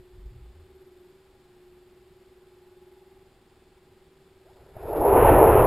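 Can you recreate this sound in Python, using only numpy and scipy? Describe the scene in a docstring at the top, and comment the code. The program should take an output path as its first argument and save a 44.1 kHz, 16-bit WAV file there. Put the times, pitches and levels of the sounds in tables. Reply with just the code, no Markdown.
"""Aboard a coasting rocket, a drive stepping twenty times a second makes the airframe hum and throb over faint hiss.
In the first second the mount rocks and groans: slow noise and low tones that swell and fade.
Near the end gas starts to leak, with a short rising whistle; then a valve knocks, as low swings with short rings.
The gas jet grows into a roar, built from layers of shaped noise that follow one flow curve.
Throughout, slow sampling with held samples puts copies of the sound on both sides of 12 kHz."""
import sys
import numpy as np
from scipy import signal
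from scipy.io import wavfile
from scipy.ndimage import uniform_filter1d, map_coordinates

SR = 44100
rng = np.random.default_rng(int(sys.argv[2]) if len(sys.argv) > 2 else 0)


def invert_db(level):
    """Linear amplitude ratio for a level in decibels (20 dB per decade), elementwise."""
    return 10 ** (np.asarray(level, dtype=float) / 20)


def store_wav(level_fs):
    """Save 16-bit WAV to argv[1]."""
    pcm = np.round(np.clip(np.atleast_2d(level_fs), -1, 1) * 32767)
    wavfile.write(sys.argv[1], SR, pcm.T.astype(np.int16))


N = 249606  # length in samples
STEP_HZ = 20.04  # rate of the drive's steps

# In every noise spectrum below, level is relative power per Hz; noise() evens out the total.
# quiet air and structure noise with a faint narrow whine: f/Hz, level/dB
FLOOR_SPECTRUM = [(10, -20), (20, -3.5), (60, -10), (150, -12.5), (300, -17.5), (500, -20), (1000, -24),
                  (2000, -28), (3420, -30.5), (3520, -25.5), (3620, -31.5), (5200, -32.5), (7000, -29.5)]
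# strength of the mount's slow rocking: t/s, level/dB
ROCKING_LEVEL = [(0.0, -49), (0.07, -51.5), (0.1, -69), (0.17, -48.5), (0.49, -51), (0.52, -58), (0.7, -60)]
# sound of the rocking: f/Hz, level/dB
ROCKING_SPECTRUM = [(5, -6), (15, 0), (40, -5.0), (60, -20), (150, -22.5), (250, -44)]
# low groans of the mount: start t/s, length/s, f/Hz, level at the top of the swell/dB
GROANS = [(0.11, 0.071, 51, -50), (0.148, 0.14, 101, -64), (0.183, 0.14, 52, -43), (0.274, .18, 117, -52),
          (0.37, 0.16, 56.6, -44.5), (0.517, 0.15, 82, -50), (0.68, 0.13, 70, -57.5)]
# main airframe resonance, which drifts a little: t/s, hum level/dB, f/Hz
MAIN_HUM = [(0.0, -55.5, 369.2), (0.55, -59.5, 369.8), (0.8, -54, 374), (0.94, -56.5, 366.5),
            (1.04, -54, 364), (1.24, -62, 379), (1.54, -60, 363), (1.66, -57, 365.6), (2.03, -57, 368.3),
            (2.48, -55.5, 369.6), (2.58, -56, 368.7), (2.84, -53.5, 370.4), (3.25, -57.5, 374.8),
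            (3.36, -69, 376), (3.44, -63, 371), (3.94, -58.5, 370.8), (4.19, -62, 375),
            (4.34, -59.5, 373.3), (4.73, -58.5, 374), (4.85, -63, 380)]
# close pair of higher resonances: t/s, level of the lower/dB, level of the upper/dB
UPPER_PAIR = [(0.0, -86, -78), (1.1, -80, -80), (1.3, -79, -77), (2.2, -86, -77), (3.1, -78, -70),
              (3.6, -77, -76), (4.45, -78, -81)]
# weak overtones that come and go: multiple of the step rate
OVERTONES = [15, 16, 17, 22, 23]
# middle strength of each overtone: level/dB
OVERTONE_LEVELS = [-81, -92.5, -77, -78, -85]
# moments when the throb slips against the steps: start t/s, length/s, shift/ms
THROB_SLIPS = [(0.72, .18, 18), (0.9, .18, -18), (1.5, .12, 18.7), (3.3, .5, 2.5), (3.9, .2, -3.7)]
# valve blows: t/s, thump level/dB, thump f/Hz, ring level before its soft start/dB
KNOCKS = [(4.755, -42, 60, -46), (4.766, -31, 85, -28), (4.825, -42, 70, -31), (4.855, -28, 70, -36)]
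# gas, first a leak and then the open jet: t/s, flow level/dB, turbulence (0 to 1)
JET_FLOW = [(4.45, -64.5, 0.0), (4.66, -56, 0.01), (4.73, -59, 0.0), (4.75, -53, 0.1), (4.77, -44.5, 0.24),
            (4.79, -47, 0.16), (4.93, -28.5, 0.04), (5.0, -23, 0.04), (5.045, -17.5, 0.0),
            (5.15, -15.5, 0.56), (5.28, -13, 0.99), (5.44, -12.5, 0.58), (5.59, -14.5, 0.83),
            (5.72, -18.5, 0.5)]
# roar at low turbulence, where wall resonances stand out: f/Hz, level/dB
YOUNG_ROAR = [(130, -65), (220, -26.5), (379, -4.5), (433, -3.5), (491, -4.5), (529, -8.5), (609, -8),
              (790, -10.5), (857, -9), (1300, -30), (1690, -63.5), (2860, -120)]
# roar at full turbulence: f/Hz, level/dB
FULL_ROAR = [(130, -41), (220, -21.5), (354, -4), (459, -2), (557, -6.5), (651, -5.5), (761, -8.5),
             (877, -6), (1300, -20.5), (1690, -56.5), (2860, -120)]
# low buffeting of the structure: f/Hz, level/dB
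BUFFET_SPECTRUM = [(7.1, -37), (12, -12.5), (64, 5), (113, -3.5), (172, -8), (205, -15.5), (220, -16.5),
                   (290, -51.5), (480, -120)]
# sizzle above the roar: f/Hz, level/dB
SIZZLE_SPECTRUM = [(760, -40), (1300, -2), (1490, -3), (1590, -8), (1790, -8), (2090, -13), (2660, -13.5),
                   (4100, -40), (5330, -74), (9020, -120)]
# thin top hiss of the spray: f/Hz, level/dB
SPRAY_SPECTRUM = [(2500, -19.5), (3500, -0.5), (4300, -7), (5300, -2.5), (6000, -12), (7000, -12)]


def evened(x):
    """Scales a signal to an average strength (rms) of 1."""
    return x / np.sqrt(np.mean(x ** 2) + 1e-20)


def follow(rows):
    """Reads a table's curves at every sample, plus a soft-edged window that is open while the table lasts."""
    s, *columns = np.transpose(rows)
    t = np.arange(N) / SR
    is_open = 1.0 * (t >= s[0]) * (t <= s[-1])
    return [np.interp(t, s, c) for c in columns], uniform_filter1d(is_open, size=300)


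def swell(start, length):
    """Gives progress 0-1 through an event (in s) at every sample, and its rounded rise and fall."""
    done = np.clip((np.arange(N) / SR - start) / length, 0, 1)
    return done, np.sin(np.pi * done)


def glide(hz):
    """Adds up a changing pitch into the running phase of a tone."""
    return 2 * np.pi * np.cumsum(hz) / SR


def drift(rate):
    """Wanders smoothly through random points, 'rate' of them a second, with an rms of about 1."""
    knots = rng.standard_normal(int(N / SR * rate) + 2)
    coarse = np.arange(0, N + 64, 64)
    curve = map_coordinates(knots, [coarse / SR * rate], order=3)
    return np.interp(np.arange(N), coarse, curve)


def noise(spectrum, patchy_db, flicker_db):
    """Makes noise of rms 1 from random short spectra, with patches in time and pitch and a shared flicker."""
    frames, hz = N // 256 + 5, np.fft.rfftfreq(1024, 1 / SR)
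    real, imaginary, patches = rng.standard_normal((frames, 513, 3)).T
    patches = uniform_filter1d(patches, size=4, axis=0)  # smooth over pitch
    patches = evened(uniform_filter1d(patches, size=8, axis=1))  # smooth over time
    f, level_db = np.transpose(spectrum)
    shape_db = np.interp(np.log(hz + 1), np.log(f + 1), level_db, left=-120, right=-120)[:, None]
    flicker = evened(uniform_filter1d(rng.standard_normal(frames), size=3))
    gain = invert_db(shape_db + patchy_db * patches + flicker_db * flicker)
    spectra = (real + 1j * imaginary) * gain
    return evened(signal.istft(spectra, nperseg=1024, noverlap=768)[1][:N])


def floor():
    """Quiet air and structure noise stays at one level throughout."""
    return invert_db(-61) * noise(FLOOR_SPECTRUM, patchy_db=0.4, flicker_db=0.2)


def mount():
    """The mount rocks slowly as low noise, and groans in low tones that swell and fade."""
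    (rocking_db,), sounding = follow(ROCKING_LEVEL)
    out = invert_db(rocking_db) * sounding * noise(ROCKING_SPECTRUM, patchy_db=1.1, flicker_db=1.7)
    for start, length, hz, db in GROANS:
        envelope = swell(start, length)[1]
        out += np.sqrt(2) * invert_db(db) * envelope * np.cos(glide(np.full(N, hz)))
    return out


def ring(steps, late, first, centre_hz, half_width_hz, waver_db):
    """A resonance picks out four neighbouring multiples of the step rate, at a total power of about 1."""
    tones, power = 0, 0
    for k in range(4):
        off_centre = ((first + k) * STEP_HZ - centre_hz) / half_width_hz
        weight = 1 / (1 + off_centre ** 2)
        level = weight * invert_db(waver_db * drift(2.39))
        # the tones line up, and so peak together, when steps - late is a whole number
        turns = first * steps + k * (steps - late) + 0.059 * drift(5.77)
        tones = tones + level * np.cos(2 * np.pi * turns)
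        power = power + weight ** 2
    return tones / np.sqrt(power)


def hum():
    """The steps ring the airframe at multiples of their rate; neighbours beat, giving a throb once a step."""
    steps = np.arange(N) / SR * STEP_HZ
    late_ms = 11  # where the throb first peaks inside a step
    for start, length, shift_ms in THROB_SLIPS:
        late_ms = late_ms + shift_ms * swell(start, length)[0]
    late = late_ms / 1000 * STEP_HZ

    (db, hz), sounding = follow(MAIN_HUM)
    out = sounding * invert_db(db) * ring(steps, late, first=18, centre_hz=hz, half_width_hz=10.8, waver_db=1.66)

    pair_db, sounding = follow(UPPER_PAIR)
    for db, hz in zip(pair_db, (788, 830)):
        out += sounding * invert_db(db) * ring(steps, late, first=39, centre_hz=hz, half_width_hz=6.9, waver_db=2.0)

    for multiple, db in zip(OVERTONES, OVERTONE_LEVELS):
        level = invert_db(db + 2.9 * drift(2.47))
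        turns = multiple * steps + rng.random() + 0.16 * drift(0.63)
        out += level * np.cos(2 * np.pi * turns)
    return np.sqrt(2) * out  # a cosine of height 1 has an rms below 1


def valve():
    """Each blow is one low swing and a short ring of the housing, both dying away fast."""
    out, t = np.zeros(N), np.arange(3000) / SR
    for s, thump_db, thump_hz, ring_db in KNOCKS:
        # each loses 60 dB in the time given, in seconds
        thump = -np.sin(2 * np.pi * thump_hz * t) * invert_db(thump_db - 60 * t / 0.032)
        housing = np.sin(2 * np.pi * 620 * t) * invert_db(ring_db - 60 * t / 0.024)
        housing *= 1 - np.exp(-t / 0.0013)  # soft start
        out[round(s * SR):][:len(t)] += thump + housing
    return out


def whistle():
    """The leaking gas gives one short tone that rises in pitch."""
    done, leaking = swell(start=4.437, length=0.08)
    from_hz, to_hz = 380, 930
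    hz = from_hz + (to_hz - from_hz) * done
    return invert_db(-57.5) * np.sqrt(np.abs(leaking)) * np.cos(glide(hz))


def jet():
    """Turbulent gas shakes the structure: roar, buffeting, sizzle, and a thin spray that grows slower than the roar."""
    (flow_db, turbulence), sounding = follow(JET_FLOW)
    grown = np.clip(turbulence, 0, 1)
    young = noise(YOUNG_ROAR, patchy_db=1.5, flicker_db=0.6)
    full = noise(FULL_ROAR, patchy_db=1.5, flicker_db=0.8)
    out = invert_db(flow_db) * (np.sqrt(1 - grown) * young + np.sqrt(grown) * full)

    # level = base dB + dB per dB of flow + dB added by full turbulence
    buffet = invert_db(-22.5 + 0.63 * flow_db + 11.8 * grown)
    sizzle = invert_db(-33.5 + 0.63 * flow_db + 14.1 * grown)
    spray = invert_db(-56.5 + 0.36 * flow_db + 0.12 * grown)
    out += buffet * noise(BUFFET_SPECTRUM, patchy_db=0.0, flicker_db=0.5)
    out += sizzle * noise(SIZZLE_SPECTRUM, patchy_db=0.5, flicker_db=1.3)
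    out += spray * noise(SPRAY_SPECTRUM, patchy_db=0.0, flicker_db=3.0)
    return out * sounding


def scene():
    """All sound reaches the microphone through the structure, alike in both channels."""
    mono = floor() + mount() + hum() + valve() + whistle() + jet()
    return np.array([mono, mono])


def amplifier(dry):
    """A slightly lopsided amplifier flattens loud peaks softly and adds its own hiss to each channel."""
    headroom = 1.6  # level at which it flattens
    lopsided = dry - 0.08 * dry ** 2
    hiss = invert_db(-68.5) * rng.standard_normal(dry.shape)
    return headroom * np.tanh(lopsided / headroom) + hiss


def slow_sampler(sound):
    """Sampling at 12 kHz and holding each sample leaves copies on both sides of 12 kHz."""
    guard = signal.firwin(numtaps=63, cutoff=5550, window=("kaiser", 4.0), fs=SR)
    guarded = signal.oaconvolve(sound, guard[None], "same")
    fine = signal.resample_poly(guarded, 160, 147, axis=1)  # 44.1 to 48 kHz
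    held = np.repeat(fine[:, ::4], 4, axis=1)  # each sample lasts four ticks of 48 kHz
    out = signal.resample_poly(held, 147, 160, axis=1)[:, :N]
    return np.pad(out, ((0, 0), (0, N - out.shape[1])))


def top_cut(x):
    """Nothing passes above the cut-off."""
    return signal.sosfilt(signal.butter(12, 15200, fs=SR, output="sos"), x)


def record(dry):
    """The sound passes through the amplifier and the slow sampler to become the finished mix."""
    finished = slow_sampler(amplifier(dry))
    return top_cut(finished)


dry = scene()
out = record(dry)
store_wav(out)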